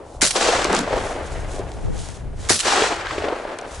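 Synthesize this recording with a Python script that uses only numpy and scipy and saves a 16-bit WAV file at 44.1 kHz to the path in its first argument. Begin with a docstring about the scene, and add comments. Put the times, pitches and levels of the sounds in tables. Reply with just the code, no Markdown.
"""A self-loading shotgun fires twice on a brushy river bank, heard from the shooter's head.
Each blast is banded noise with one steep low pressure swing; the bolt clatters after it as bright cracks.
Banks and tree lines roll the shot back: single dull slaps over clumped grains that lose treble as they fade.
Small hard things tick, filtered grains make clothing rustle over a faint hiss,
and low noise, partly opposed between the two microphones, makes the light wind buffet."""
import sys
import numpy as np
from scipy import signal
from scipy.io import wavfile
from scipy.ndimage import uniform_filter1d

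SR = 44100
rng = np.random.default_rng(int(sys.argv[2]) if len(sys.argv) > 2 else 0)


def decibels_to_gain(level_db):
    """Convert a level in decibels to a linear amplitude gain (20 dB per decade)."""
    exponent = np.asarray(level_db, float) / 20
    return 10 ** exponent


def dump_mix(stems):
    """Bounce the given channels to the path in sys.argv[1] as a 16-bit WAV at rate SR."""
    frames = np.atleast_2d(stems).T  # one column per channel
    limited = np.clip(frames, -1, 1)  # hard clip at full scale
    pcm = np.round(limited * 32767).astype(np.int16)
    wavfile.write(sys.argv[1], SR, pcm)


N = 167580  # samples, 3.8 s

# The two shots. Each row: blast start in seconds, blast level in dB, low thump start in seconds,
# thump level in dB.
SHOTS = [(0.2152, -19.5, .2272, -4.5), (2.493, -19.5, 2.5055, -3)]
# Gas jet and gun noise by band. Each row: low edge in Hz, high edge in Hz, level in dB relative to the shot,
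# hold in seconds, 60 dB decay time in seconds.
BLAST_BANDS = [(90, 255, -8.5, 0.031, 0.25), (280, 690, 1.5, 0.0079, 0.19), (1220, 2490, 3.5, 0.0079, 0.2),
               (3860, 9780, 8.5, 0.0068, 0.32), (8040, 15900, 5.5, 0.0056, 0.48)]
# Bolt and shell. Each row: start in seconds, level in dB, 60 dB decay time in seconds.
CLACKS = [(.2500, -7.5, .025), (.2538, -6, .008), (.2635, -9, .025), (.2722, -8, 0.02),
          (.2752, -8.5, 0.035), (.3072, -6.5, 0.04), (.3120, -9, 0.025), (2.556, -12, 0.03),
          (2.562, -12, 0.03), (2.5915, -8, 0.02), (2.598, -9, .015), (2.6022, -7, 0.03),
          (2.6068, -8, 0.035)]
# Tone of steel on steel. Each row: frequency in Hz, spectrum level in dB per Hz (above 0 counts as 0).
CLACK_TONE = [(180, -51), (300, -17), (552, -12), (1580, -7), (2830, 4), (4600, 10), (5050, -4), (6640, 7),
              (10500, -5.5), (11500, -2), (15000, -49)]
# Single strong returns from banks and trunks; the last row is instead the low knock under the tick at 3.587 s.
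# # Each row: start in seconds, level in dB, centre in Hz, level of the brighter scatter in dB relative to the
# dull cycles.
SLAPS = [(0.359, -18, 620, -17), (0.419, -18.5, 626, 1), (0.464, -9.5, 664, -22), (0.487, -5.5, 474, -14),
         (0.534, -7.5, 716, -17), (0.651, -11.5, 362, -9), (0.703, -9, 375, -30), (0.7285, -16.5, 610, -5),
         (0.7545, -19, 600, -4), (0.876, -14.5, 617, -17), (0.908, -10.5, 550, -21),
         (0.938, -9.5, 507, -25), (0.975, -15, 440, -26), (1.5953, -16, 397, -24.5),
         (2.821, -6.5, 432, -7.5), (2.913, -11.5, 652, -28), (3.068, -19, 1596, -3), (3.108, -19, 1100, -2),
         (3.181, -14.5, 395, -10), (3.222, -15.5, 630, -14), (3.241, -13, 435, -13),
         (3.284, -14, 584, -11.5), (3.324, -13.5, 492, -27), (3.434, -24, 724, -21), (3.452, -17, 600, -20),
         (3.587, -24.5, 525, -6.5)]
# Rolling echo, one list per shot. Each row: time in seconds, body level in dB, middle level in dB,
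# treble level in dB.
ROLL = [
    [(.27, -60, -48, -61), (.35, -32, -37, -32), (.365, -14.5, -23.5, -21), (.40, -25.5, -29, -26.5),
     (.42, -23, -23.5, -22), (.53, -21, -22, -25), (.6, -26.5, -24, -28.5), (.69, -27.5, -29, -36.5),
     (.735, -19.5, -21.5, -33), (.77, -25.5, -26, -28.5), (.85, -29, -33, -42), (.97, -24, -29.5, -40),
     (1.0, -25, -34, -44)],
    [(2.55, -38, -51, -39), (2.62, -46.5, -40.5, -37), (2.67, -24, -21, -22), (2.81, -21, -21.5, -25),
     (2.865, -25, -22, -27), (2.885, -33, -30.5, -30.5), (2.92, -21, -22.5, -32), (2.94, -32.5, -31.5, -36),
     (3.05, -35.5, -30.5, -46.5), (3.07, -40, -31, -41.5), (3.16, -30, -34, -40.5), (3.2, -30, -33, -42.5),
     (3.29, -24.5, -33, -47.5), (3.35, -29.5, -35, -50), (3.42, -32, -38, -50.5), (3.47, -31, -37.5, -63),
     (3.53, -30, -36.5, -55), (3.57, -36, -41, -62), (3.66, -35.5, -41, -61)],
]
# The far, dull remainder of the roll, in stretches. 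Each row: time in seconds, body level in dB,
# middle level in dB.
FAR_ROLL = [
    [(0, -39, -52), (.22, -42.5, -64)],
    [(1.0, -28, -32), (1.07, -29.5, -34), (1.22, -30, -37), (1.28, -37, -39.5), (1.58, -34.5, -42.5),
     (1.8, -40, -49), (2.1, -44, -45.5), (2.24, -45.5, -52), (2.34, -47, -55.5), (2.4, -46.5, -48.5),
     (2.5, -38, -39)],
    [(3.66, -34.5, -43), (3.8, -43.5, -42)],
]
# A deep return of the first shot. Each row: time in seconds, level in dB.
BOOM = [(.62, -58), (.67, -37), (.72, -28.5), (.8, -25.5), (.86, -36)]
# Tones of the roll's three layers. Each row: frequency in Hz, spectrum level in dB per Hz (above 0 counts as 0).
BODY_TONE = [(88, -35), (150, -20.5), (198, -13), (312, -3.5), (459, -0.5), (636, 0.5), (1500, -13.5),
             (1950, -26)]
MIDDLE_TONE = [(710, -4.5), (1200, -5), (1550, -4.5), (2050, -8), (4500, -21), (5850, -31), (9900, -120)]
TREBLE_TONE = [(2350, 2), (4000, 0.5), (7690, -3), (10400, -15), (11200, -12.5), (11500, -68)]
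# Small dry ticks. Each row: start in seconds, level in dB, centre in Hz.
TICKS = [(.6442, -7, 6000), (.6575, -18, 4440), (.7283, -15, 6500), (.7490, -7, 6000), (.7648, -10.5, 4200),
         (.787, -17, 7500), (.7905, -8, 5400), (1.7175, -25.5, 3600), (2.087, -26, 5960),
         (2.450, -27, 3300), (2.461, -30, 4200), (3.5870, -20, 5600), (3.6130, -29, 6000)]
# Strokes of cloth. Each row: start in seconds, length in seconds, level in dB.
CLOTH_STROKES = [(0, 0.25, -54.5), (0.789, 0.041, -34.5), (0.887, 0.35, -39.5), (1.055, 0.54, -46.5),
                 (1.437, 0.21, -41.5), (1.398, 0.8, -52.5), (2.95, 0.95, -54.5), (1.886, 0.28, -40.5),
                 (1.98, .3, -48), (2.329, 0.26, -42.5), (3.633, 0.23, -43)]
# Tone of the cloth. Each row: frequency in Hz, spectrum level in dB per Hz.
CLOTH_TONE = [(1290, -56), (2200, -14), (3340, -3.5), (4550, -5), (6510, -1.5), (11000, -8.5), (14300, -58)]
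# Course of the wind. Each row: time in seconds, level in dB, left over right in dB,
# opposed part in dB relative to the shared part.
WIND = [(0, -46, 3, -18), (.2, -38.5, 1, -27), (.28, -44, 0, -32), (.53, -39.5, -2, -17), (.6, -34, 3, -18),
        (.85, -36, -1, -16), (.97, -29.5, 5.5, -14), (1.1, -38, 2, -20), (1.34, -29.5, 3, -8),
        (1.7, -33, 2.5, -8), (1.9, -29, 4, 5.5), (2.12, -37, 7, -7), (2.27, -30, 2, -7),
        (2.45, -33, 2.5, -2), (2.57, -45, 0, -12), (3.05, -38, 3.5, -34), (3.2, -34.5, 1, -13),
        (3.35, -47, 0, -18), (3.7, -46.5, 4, -22), (3.8, -32.5, 2, -18)]
# Tones of the wind's shared and opposed parts. Each row: frequency in Hz, spectrum level in dB per Hz
# (above 0 counts as 0).
WIND_TONE = [(8.8, -42), (15, -9.5), (29, -5), (86, -10), (133, -17), (225, -29.5), (400, -29.5),
             (520, -39), (880, -120)]
WIND_OPPOSED_TONE = [(8.8, -53), (30, -20), (110, 2.5), (162, -4), (231, -11.5), (353, -18.5), (520, -16),
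                     (880, -120)]

THUMP_HZ, THUMP_T60_S = 330, .015
HAMMER_LEAD_S, HAMMER_DB, HAMMER_T60_S = .0047, -14, .02
SLAP_T60_S = .036
TICK_T60_S, TICK_WIDTH = .009, 1.5  # width: ratio of each band edge to the centre
CONTACT_S = .0006
CRACKLE_DB = -11  # relative to the rubbing
HISS_DB = -61


def shot(start_s, db, thump_s, thump_db):
    """Hammer click, a ragged gas burst whose bass swells late, and one steep pressure swing."""
    out = np.zeros((2, N))
    t = np.arange(SR // 2) / SR
    add(out, start_s - HAMMER_LEAD_S, clack(HAMMER_DB, HAMMER_T60_S))

    ragged = evened(lumps(2.0, len(t), 50))
    noise = pair(*rng.standard_normal((2, len(t))), 0.66) * ragged
    bass_swell = np.minimum(t / (thump_s - start_s), 1) ** 2
    burst = np.zeros((2, len(t)))
    for low_hz, high_hz, band_db, hold_s, t60_s in BLAST_BANDS:
        decay = decibels_to_gain(db + band_db - 60 * np.maximum(t - hold_s, 0) / t60_s)
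        swell = bass_swell if high_hz < THUMP_HZ * 4 else 1
        burst += evened(band(noise, low_hz, high_hz)) * swell * decay
    add(out, start_s, np.minimum(t / .0015, 1) * burst)  # 1.5 ms rise

    swing = np.cos(2 * np.pi * THUMP_HZ * t) * decibels_to_gain(-60 * t / THUMP_T60_S)
    swing *= np.minimum(t / .00015, 1)
    add(out, thump_s, pan(6.0) * decibels_to_gain(thump_db) * swing)
    return out


def clack(db, t60_s):
    """Steel on steel: a short bright crack of filtered chatter."""
    chatter = struck(np.arange(3000) / SR, t60_s, 0.64)
    return pan(-1.5) * decibels_to_gain(db) * peaked(colour(chatter, CLACK_TONE))


def struck(t, t60_s, same):
    """Noisy chatter that builds while the contact closes, then dies exponentially."""
    noise = pair(*rng.standard_normal((2, len(t))), same)
    rise = np.minimum(t / CONTACT_S + .2, 1)  # starts at a fifth of full strength
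    return noise * decibels_to_gain(-60 * t / t60_s) * rise


def slap(db, hz, bright_db):
    """One strong return, or a low knock: a few dull cycles with a puff of brighter scatter."""
    t = np.arange(3000) / SR
    overtone = np.sin(2 * np.pi * (1.7 * hz * t + rng.random()))
    cycles = np.sin(2 * np.pi * hz * t) + 0.2 * overtone
    noise = pair(*rng.standard_normal((2, len(t))), 0.99)
    puff = evened(band(band(noise, 520, 3200), 510, 6100))
    envelope = decibels_to_gain(db - 60 * t / SLAP_T60_S) * np.minimum(t / .001, 1)
    return pan(1.5) * envelope * (cycles + decibels_to_gain(bright_db) * puff)


def roll():
    """Countless small returns from brush, trees and banks, arriving in clumps."""
    clumps = lumps(1.26, N, 500, 300)
    body = evened(colour(grains(700, 0.5, 0.92) * clumps, BODY_TONE))
    middle = evened(colour(grains(4000, 1.5, 0.71) * clumps, MIDDLE_TONE))
    treble = evened(colour(grains(8700, 1, 0.72) * clumps, TREBLE_TONE))
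    deep = evened(band(band(grains(1200, 1.5, 1.0), 158, 332), 158, 332))
    far_body = evened(band(body, 60, 1050))

    out = level([BOOM], column=1) * deep
    out += level(FAR_ROLL, column=1) * far_body
    out += level(ROLL, column=1) * body
    out += level(ROLL + FAR_ROLL, column=2) * middle
    out += level(ROLL, column=3) * treble
    return pan(1.26) * out


def tick(db, hz):
    """A small hard snap that rings around one pitch, over a weaker wide edge."""
    t = np.arange(3000) / SR
    snap = struck(t, TICK_T60_S, 0.7)
    ring = np.sin(2 * np.pi * hz * t) * decibels_to_gain(-60 * t / TICK_T60_S) * np.minimum(t / CONTACT_S, 1)
    core = peaked(band(snap, hz / TICK_WIDTH, hz * TICK_WIDTH))
    edge = peaked(band(snap, hz / 3, hz * 2))
    return decibels_to_gain(db) * peaked(core + .5 * ring + .5 * edge)


def rustle():
    """Cloth rubbing and crackling: dense fine grains and sparse uneven ones, swelling in strokes."""
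    power = np.zeros((1, N))  # overlapping strokes add as power
    for start_s, length_s, db in CLOTH_STROKES:
        swell = signal.windows.tukey(round(length_s * SR), 1.0)[None]  # swells and fades throughout
        add(power, start_s, decibels_to_gain(2 * db) * swell ** 2)
    rub = evened(grains(9000, 2.5, 0.82))
    crackle = evened(grains(250, 4.5, .5))
    cloth = evened(colour(rub + decibels_to_gain(CRACKLE_DB) * crackle, CLOTH_TONE))
    return lumps(1.2, N, 900, 500) * np.sqrt(power) * cloth


def hiss():
    """The faint hiss of the open air: steady wide noise."""
    noise = pair(*rng.standard_normal((2, N)), 0.63)
    return decibels_to_gain(HISS_DB) * evened(band(noise, 1500, 12000))


def wind():
    """Lumpy low buffeting: turbulent pressure noise, partly opposite in the two microphones."""
    shared_noise, opposed_noise = rng.standard_normal((2, 1, N))
    shared = evened(colour(shared_noise * lumps(2.0, N, 1500), WIND_TONE))[0]
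    opposed = evened(colour(opposed_noise * lumps(2.0, N, 1500), WIND_OPPOSED_TONE))[0]
    opposed = level([WIND], column=3) * opposed
    time_s, _, lean_db, _ = np.transpose(WIND)
    lean = pan(np.interp(np.arange(N) / SR, time_s, lean_db))
    return level([WIND], column=1) * lean * np.array([shared + opposed, shared - opposed])


def grains(per_s, spread_db, same):
    """Scattered clicks of uneven size and random sign, in two streams blended to a given likeness."""
    size = decibels_to_gain(spread_db * np.minimum(rng.exponential(1, (2, N)), 5))
    size *= rng.choice([-1., 1.], (2, N))
    return pair(*(size * (rng.random((2, N)) < per_s / SR)), same)


def lumps(depth_db, length, *smooth_samples):
    """Random gain that wanders around 0 dB by depth_db rms, slower with longer smoothing."""
    wander = rng.standard_normal(length)
    for size in smooth_samples:
        wander = uniform_filter1d(wander, size=size)
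    return decibels_to_gain(depth_db * evened(wander))


def level(tables, column):
    """Gain over time from stretches of a dB curve, silent between them."""
    t, out = np.arange(N) / SR, np.zeros(N)
    for rows in map(np.array, tables):
        out += decibels_to_gain(np.interp(t, rows[:, 0], rows[:, column], -140, -140))
    return uniform_filter1d(out, size=400)


def colour(x, points):
    """Minimum-phase filter from a spectrum table, kept between -90 and 0 dB."""
    hz = np.abs(np.fft.fftfreq(8192, 1 / SR))
    point_hz, point_db = np.transpose(points)
    db = np.interp(np.log(hz + 1), np.log(point_hz + 1), point_db, -90, -90)
    log_gain = np.log(decibels_to_gain(np.clip(db, -90, 0)))
    phase = -signal.hilbert(log_gain).imag
    taps = np.fft.ifft(np.exp(log_gain + 1j * phase)).real[:4096]
    return signal.oaconvolve(x, taps[None], axes=1)[:, :x.shape[1]]


def band(x, low_hz, high_hz):
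    """Butterworth band-pass."""
    return signal.sosfilt(signal.butter(2, [low_hz, high_hz], "band", fs=SR, output="sos"), x)


def pair(a, b, same):
    """Left and right with a given likeness, from two independent signals."""
    shared, opposed = np.sqrt(1 + same) * a, np.sqrt(1 - same) * b
    return np.array([shared + opposed, shared - opposed]) / np.sqrt(2)


def pan(db):
    """Left and right gains for a left-over-right difference in dB."""
    return decibels_to_gain(np.array([db, -db]) / 2).reshape(2, -1)


def evened(x):
    """Scales to rms 1."""
    return x / np.sqrt(np.mean(x ** 2) + 1e-20)


def peaked(x):
    """Scales to peak 1."""
    return x / np.abs(x).max()


def add(mix, start_s, sound):
    """Mixes a sound in at a time, cut off at the end of the mix."""
    part = mix[:, round(start_s * SR):][:, :sound.shape[1]]
    part += sound[:, :part.shape[1]]


def scene():
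    """Shots, clatter, echoes, ticks, cloth, air hiss and wind together."""
    mix = sum(shot(*row) for row in SHOTS)
    mix += roll() + rustle() + hiss() + wind()
    for rows, source in ((CLACKS, clack), (SLAPS, slap), (TICKS, tick)):
        for start_s, *settings in rows:
            add(mix, start_s, source(*settings))
    return mix


def roll_off(x):
    """The treble ends steeply here."""
    return signal.sosfilt(signal.butter(12, 12340, fs=SR, output="sos"), x)


def record(dry):
    """Soft overload rounds off the peaks, then a steep low-pass at 11 kHz limits the band."""
    soft = 0.86 * np.tanh(dry / 0.8)
    low_pass = signal.firwin(301, 11010, window=("kaiser", 9), fs=SR)
    limited = signal.oaconvolve(soft, low_pass[None], "same")
    return roll_off(limited)


dry = scene()
out = record(dry)
dump_mix(out)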